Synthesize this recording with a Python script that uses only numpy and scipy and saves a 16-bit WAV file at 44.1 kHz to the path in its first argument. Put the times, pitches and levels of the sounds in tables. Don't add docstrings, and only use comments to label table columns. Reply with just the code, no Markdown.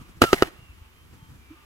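import sys
import numpy as np
from scipy import signal
from scipy.fft import rfft, irfft
from scipy.io import wavfile
from scipy.ndimage import uniform_filter1d

SR = 44100
rng = np.random.default_rng(int(sys.argv[2]) if len(sys.argv) > 2 else 0)


def to_wav(sig):
    pcm = np.clip(np.atleast_2d(sig), -1, 1) * 32767
    pcm = np.round(pcm).astype(np.int16)
    wavfile.write(sys.argv[1], SR, pcm.T)


N = 72765
T, HZ = np.arange(N) / SR, np.fft.rfftfreq(N, 1 / SR)


# (time [s], blast [dB], air ring [dB],
#   ring pitch [Hz], film ring [dB], crack [dB], crack decay to 1/e [s], tail [dB], tail length [s])
POPS = [(0.2188, -36.5, -11, 268.5, 6.5, -1.5, 0.0035, -15.5, 0.018),
        (0.227, -20.5, -11.5, 290, -14.5, -21.5, .002, -24, 0.017),
        (0.2395, -12.5, -15, 390, -3.5, -19, 0.00067, -19, 0.013),
        (0.3306, -4, -4, 378, 2.5, -8.5, 0.0037, -17, 0.015),
        (.4234, 3, -9, 378.2, 2, -15, 0.0023, -16, 0.011)]
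# (multiple of ring pitch [ratio], relative level [dB], T60 [s])
AIR_MODES = [(1, 1.5, 0.029), (.68, -7, 0.02)]
# (frequency [Hz], relative level [dB], T60 [s])
FILM_MODES = [(686, -24, 0.057), (847.7, -22.5, 0.026), (1285, -12.5, 0.028), (1383, -11.5, 0.02),
              (1896, -10.5, 0.012), (2912, -21.5, .03), (3150, -23.5, 0.012), (4904, -24, .02)]
# (frequency [Hz], level [dB])
CRACK_SPECTRUM = [(100, -14), (500, 16), (950, -4), (1300, 5), (1750, -6), (2100, 0), (3200, -2.5),
                  (4300, -18), (6000, -9), (8000, -17.5), (11000, -15), (16000, -31)]
# (frequency [Hz], level [dB])
TAIL_BODY_SPECTRUM = [(25, -20), (80, -18.5), (160, 6), (300, 0), (420, -1), (520, -5.5), (750, -4.5),
                      (1000, -10.5), (1350, -7), (2500, -12), (5000, -20.5), (10000, -30.5), (16000, -35)]
# (frequency [Hz], level [dB])
TAIL_TREBLE_SPECTRUM = [(60, -29), (1500, -1), (2800, 4), (6000, -17), (11000, -6), (16000, -19.5)]
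BLAST_ZERO_S = 0.00054
TEAR_S, TEAR_DB = 0.0016, -10
TAIL_FADE_DB, TAIL_END_S, TAIL_TREBLE_DB = 8, 0.0013, -17.5
CRACK_LIKENESS = 0.73

# (time [s], level [dB])
LEAK_LEVEL = [(.195, -81), (.213, -54), (.222, -27.5), (.26, -38.5), (.32, -42), (.35, -36.5),
              (.365, -37.5), (.41, -36.5), (.445, -37.5), (.484, -38.5), (.5, -51), (.56, -53), (.7, -68)]
# (frequency [Hz], level [dB])
HISS_SPECTRUM = [(60, 5.5), (320, -5), (520, -10), (700, 0), (1000, -5), (2000, -4), (2600, -3.5),
                 (4000, -5), (7000, -9), (12000, -9.5), (16000, -16.5)]
DULL_FROM_S, DULL_DB_PER_S, DULL_HZ = 0.34, 103, 2540
CRINKLE_DB, CRINKLES_PER_S = -6.5, 1300

# (time [s], pitch [Hz], level before breath mix [dB])
WHISTLE = [(.222, 1340, -39.5), (.25, 1356, -33.5), (.275, 1346, -32), (.292, 1306, -35.5),
           (.3, 1228, -40.5), (.325, 1284, -38), (.348, 1255, -39)]
# (time [s], pitch [Hz], level before breath mix [dB])
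UPPER_WHISTLE = [(.25, 2720, -46), (.278, 2880, -39), (.305, 2640, -47)]
# (time [s], centre [Hz], level [dB])
AIRY_BAND = [(.355, 2150, -45), (.385, 2050, -40), (.415, 1800, -43.5), (.48, 1550, -59)]

# (time [s], peak [dB], pitch [Hz], half length to 1/e [s])
BUMPS = [(.015, -41, 128.6, 0.014), (0.23, -19, 90, 0.0064), (0.389, -46.5, 290, 0.0088),
         (0.481, -40.5, 328, 0.0089), (.594, -37, 102, 0.0037), (0.629, -41.5, 100, 0.0054),
         (.706, -38.5, 67, 0.012), (0.822, -36, 69.3, 0.0085), (1.229, -37, 110, 0.005),
         (1.287, -46, 115, 0.008), (1.321, -43, 137.5, 0.012), (1.502, -46, 86.6, .01),
         (1.513, -39.5, 301, 0.0079), (1.532, -49.5, 330, .016)]
# (time [s], level before a mean 9 dB cut [dB])
RUB_LEVEL = [(0, -38.5), (.15, -46.5), (.55, -53), (.75, -43.5), (.92, -59), (1.1, -46.5), (1.22, -45),
             (1.34, -45), (1.45, -48.5), (1.56, -52), (1.65, -63.5)]
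# (frequency [Hz], level [dB])
RUB_SPECTRUM = [(25, -8), (70, 2.5), (170, -4.5), (320, -11.5), (600, -25), (1200, -21), (3000, -32.5),
                (8000, -33.5), (16000, -40.5)]
# (time [s], level [dB])
RUSTLE_LEVEL = [(0, -57.5), (.19, -66.5), (.55, -64), (.85, -62), (1.05, -67), (1.2, -67), (1.35, -68.5),
                (1.55, -59), (1.65, -61)]
# (frequency [Hz], level [dB])
RUSTLE_SPECTRUM = [(300, -20.5), (700, -12.5), (1150, 2), (1400, -4.5), (1750, -11), (2300, -8),
                   (2800, -4.5), (4000, -17), (16000, -36.5)]

# (frequency [Hz], level [dB])
YARD_SPECTRUM = [(60, -12.5), (400, -2), (2000, -3), (6000, -1.5), (16000, -22)]
YARD_DB, YARD_T60_S, YARD_DELAY_S = -36, 0.45, 0.012

# (start [s], length [s], mean pitch [Hz], mean peak [dB])
TONES = [(0.537, 0.17, 2700, -67.5), (0.542, .2, 2800, -60), (0.667, 0.091, 2630, -60),
         (0.741, 0.2, 2980, -68), (0.751, 0.16, 880, -67), (.91, 0.13, 2490, -66), (0.939, 0.14, 3110, -65),
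         (1.16, .15, 892, -62.5), (1.166, 0.15, 3150, -65.5), (1.17, 0.14, 1137, -65),
         (1.388, 0.18, 2360, -63), (1.417, 0.17, 2670, -68), (1.524, 0.18, 2724, -71),
         (1.511, 0.17, 1204, -64), (1.56, .1, 897, -66.5)]
# (frequency [Hz], level [dB])
NIGHT_SPECTRUM = [(25, -76.5), (70, -60.5), (140, -77.5), (300, -79), (600, -88), (850, -87.5), (1150, -91),
                  (1700, -88), (2300, -85), (3000, -89.5), (4000, -92.5), (8000, -96.5), (13000, -93.5),
                  (16000, -100)]
NIGHT_DB = -55

# (frequency [Hz], correlation [-1 to 1])
LIKENESS = [(30, 0.19), (100, .75), (400, 0.4), (1000, 0.38), (2000, 0.34), (16000, 0.14)]
# (frequency [Hz], level over the left port [dB])
RIGHT_PORT = [(30, 0), (90, -1.3), (170, -.5), (350, 2.8), (700, -2), (1400, 2.8), (2800, 1.8), (5500, .3),
              (10000, -2.2), (16000, -1.6)]
# (frequency [Hz], phase [rad])
PORT_PHASE = [(30, 0), (400, 0.12), (1200, 0.98), (2200, 2.5), (3000, 4.5), (4500, 4), (7000, 6.5),
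              (10000, 6), (16000, 6)]
LOW_CUT_HZ, BAND_EDGE_HZ, CEILING = 37, 15900, 0.96


def amp(db):
    return 10 ** (np.asarray(db) / 20)


def unit(x):
    return x / np.sqrt(np.mean(x ** 2) + 1e-20)


def read(points):
    f, value = np.transpose(points)
    return np.interp(np.log(HZ + 1), np.log(f), value)


def level(points):
    return amp(np.interp(T, *np.transpose(points), left=-200, right=-200))


def colour(x, points):
    return unit(irfft(rfft(x) * amp(read(points)), N))


def pair(likeness):
    a, b = rfft(rng.standard_normal((2, N)))
    c = np.clip(likeness, -1, 1)
    mid = a * np.sqrt((1 + c) / 2)
    side = b * np.sqrt((1 - c) / 2)
    return irfft(np.array([mid + side, mid - side]), N)


def drift(rate_hz):
    return unit(irfft(rfft(rng.standard_normal(N)) * np.exp(-(HZ / rate_hz) ** 2), N))


def ring(t, hz, db, t60_s):
    return amp(db - 60 * t / t60_s) * np.sin(2 * np.pi * hz * t)


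def air_ring(t, ring_hz):
    return sum(amp(db - 60 * t / t60_s) * np.cos(2 * np.pi * ring_hz * multiple * t)
               for multiple, db, t60_s in AIR_MODES)


def noise_tail(t, tail_s):
    body = amp(-TAIL_FADE_DB * t / tail_s) * colour(pair(read(LIKENESS)), TAIL_BODY_SPECTRUM)
    treble = amp(TAIL_TREBLE_DB) * colour(pair(0.15), TAIL_TREBLE_SPECTRUM)
    end = np.exp(-np.maximum(t - tail_s, 0) / TAIL_END_S)
    return end * (body + treble)


def pop(time_s, blast_db, air_db, ring_hz, film_db, crack_db, crack_s, tail_db, tail_s):
    t, after = np.maximum(T - time_s, 0), T >= time_s
    u = t / BLAST_ZERO_S
    blast = amp(blast_db) * after * (1 - u) * np.exp(-u)
    air = amp(air_db) * after * air_ring(t, ring_hz)
    pulse = uniform_filter1d(blast + air, size=5)
    film = amp(film_db) * sum(ring(t, *mode) for mode in FILM_MODES)
    tearing = amp(TEAR_DB) * np.exp(-abs(T - time_s) / TEAR_S)
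    crack_gain = amp(crack_db) * np.where(after, np.exp(-(t / crack_s) ** 2), tearing)
    crack = crack_gain * colour(pair(CRACK_LIKENESS), CRACK_SPECTRUM)
    return pulse + film + crack + amp(tail_db) * after * noise_tail(t, tail_s)


def leak(rough_db=1.0):
    crinkles = unit((rng.random(N) < CRINKLES_PER_S / SR) * rng.standard_normal(N))
    jet = colour(pair(0.43) + amp(CRINKLE_DB) * crinkles, HISS_SPECTRUM)
    body = irfft(rfft(jet) / (1 + (HZ / DULL_HZ) ** 4), N)
    treble_gain = amp(-DULL_DB_PER_S * np.clip(T - DULL_FROM_S, 0, 0.1))
    hiss = body + treble_gain * (jet - body)
    return hiss * level(LEAK_LEVEL) * amp(rough_db * drift(130))


def sing(curve, fuzz, width_hz):
    time_s, hz, db = np.transpose(curve)
    carrier = np.exp(2j * np.pi * np.cumsum(np.interp(T, time_s, hz)) / SR)
    breath = drift(width_hz) + 1j * drift(width_hz)
    envelope = np.sqrt(2) * (1 - fuzz) + fuzz * breath
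    return (carrier * envelope).real * level(np.c_[time_s, db])


def whistle():
    return sing(WHISTLE, 0.06, 150) + sing(UPPER_WHISTLE, 0.45, 160) + sing(AIRY_BAND, 1, 240)


def low_bumps():
    return sum(amp(db) * np.exp(-((T - s) / half_s) ** 2) * np.sin(2 * np.pi * hz * (s - T))
               for s, db, hz, half_s in BUMPS)


def rubbing(rough_db=3):
    unevenness = amp(rough_db * (drift(27) - 3))
    return colour(pair(read(LIKENESS)), RUB_SPECTRUM) * level(RUB_LEVEL) * unevenness


def rustle(patchy_db=1.5):
    return colour(pair(0.32), RUSTLE_SPECTRUM) * level(RUSTLE_LEVEL) * amp(patchy_db * drift(25))


def yard(x):
    decay = amp(-60 * T / YARD_T60_S) * (T > YARD_DELAY_S)
    tail = colour(pair(0.067), YARD_SPECTRUM) * decay
    return amp(YARD_DB) * signal.fftconvolve(x, tail / np.linalg.norm(tail[0]), axes=1)[:, :N]


def night():
    out = amp(NIGHT_DB) * colour(pair(read(LIKENESS)), NIGHT_SPECTRUM)
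    for start_s, length_s, hz, db in TONES:
        arch = np.sqrt(np.abs(np.sin(np.pi * np.clip((T - start_s) / length_s, 0, 1))))
        phase = 2 * np.pi * np.cumsum(hz * (1 + 0.008 * drift(45))) / SR
        port_offset = rng.uniform(0, 2.3, (2, 1))
        out = out + arch * amp(db + drift(27)) * np.sin(phase + port_offset)
    return out


def scene():
    low_cut = signal.butter(2, LOW_CUT_HZ, "high", fs=SR)
    pops = signal.lfilter(*low_cut, sum(pop(*row) for row in POPS))
    bag = pops + leak() + whistle() + low_bumps() + rubbing() + rustle()
    left, right = bag + yard(bag) + night()
    port = amp(read(RIGHT_PORT)) * np.exp(-1j * read(PORT_PHASE))
    return np.array([left, irfft(rfft(right) * port, N)])


def record(dry):
    clipped = dry / (1 + (dry / CEILING) ** 8) ** (1 / 8)
    band_limit = signal.firwin(255, BAND_EDGE_HZ, window=("kaiser", 8), fs=SR)
    return signal.oaconvolve(clipped, band_limit[None], "same")


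dry = scene()
out = record(dry)
to_wav(out)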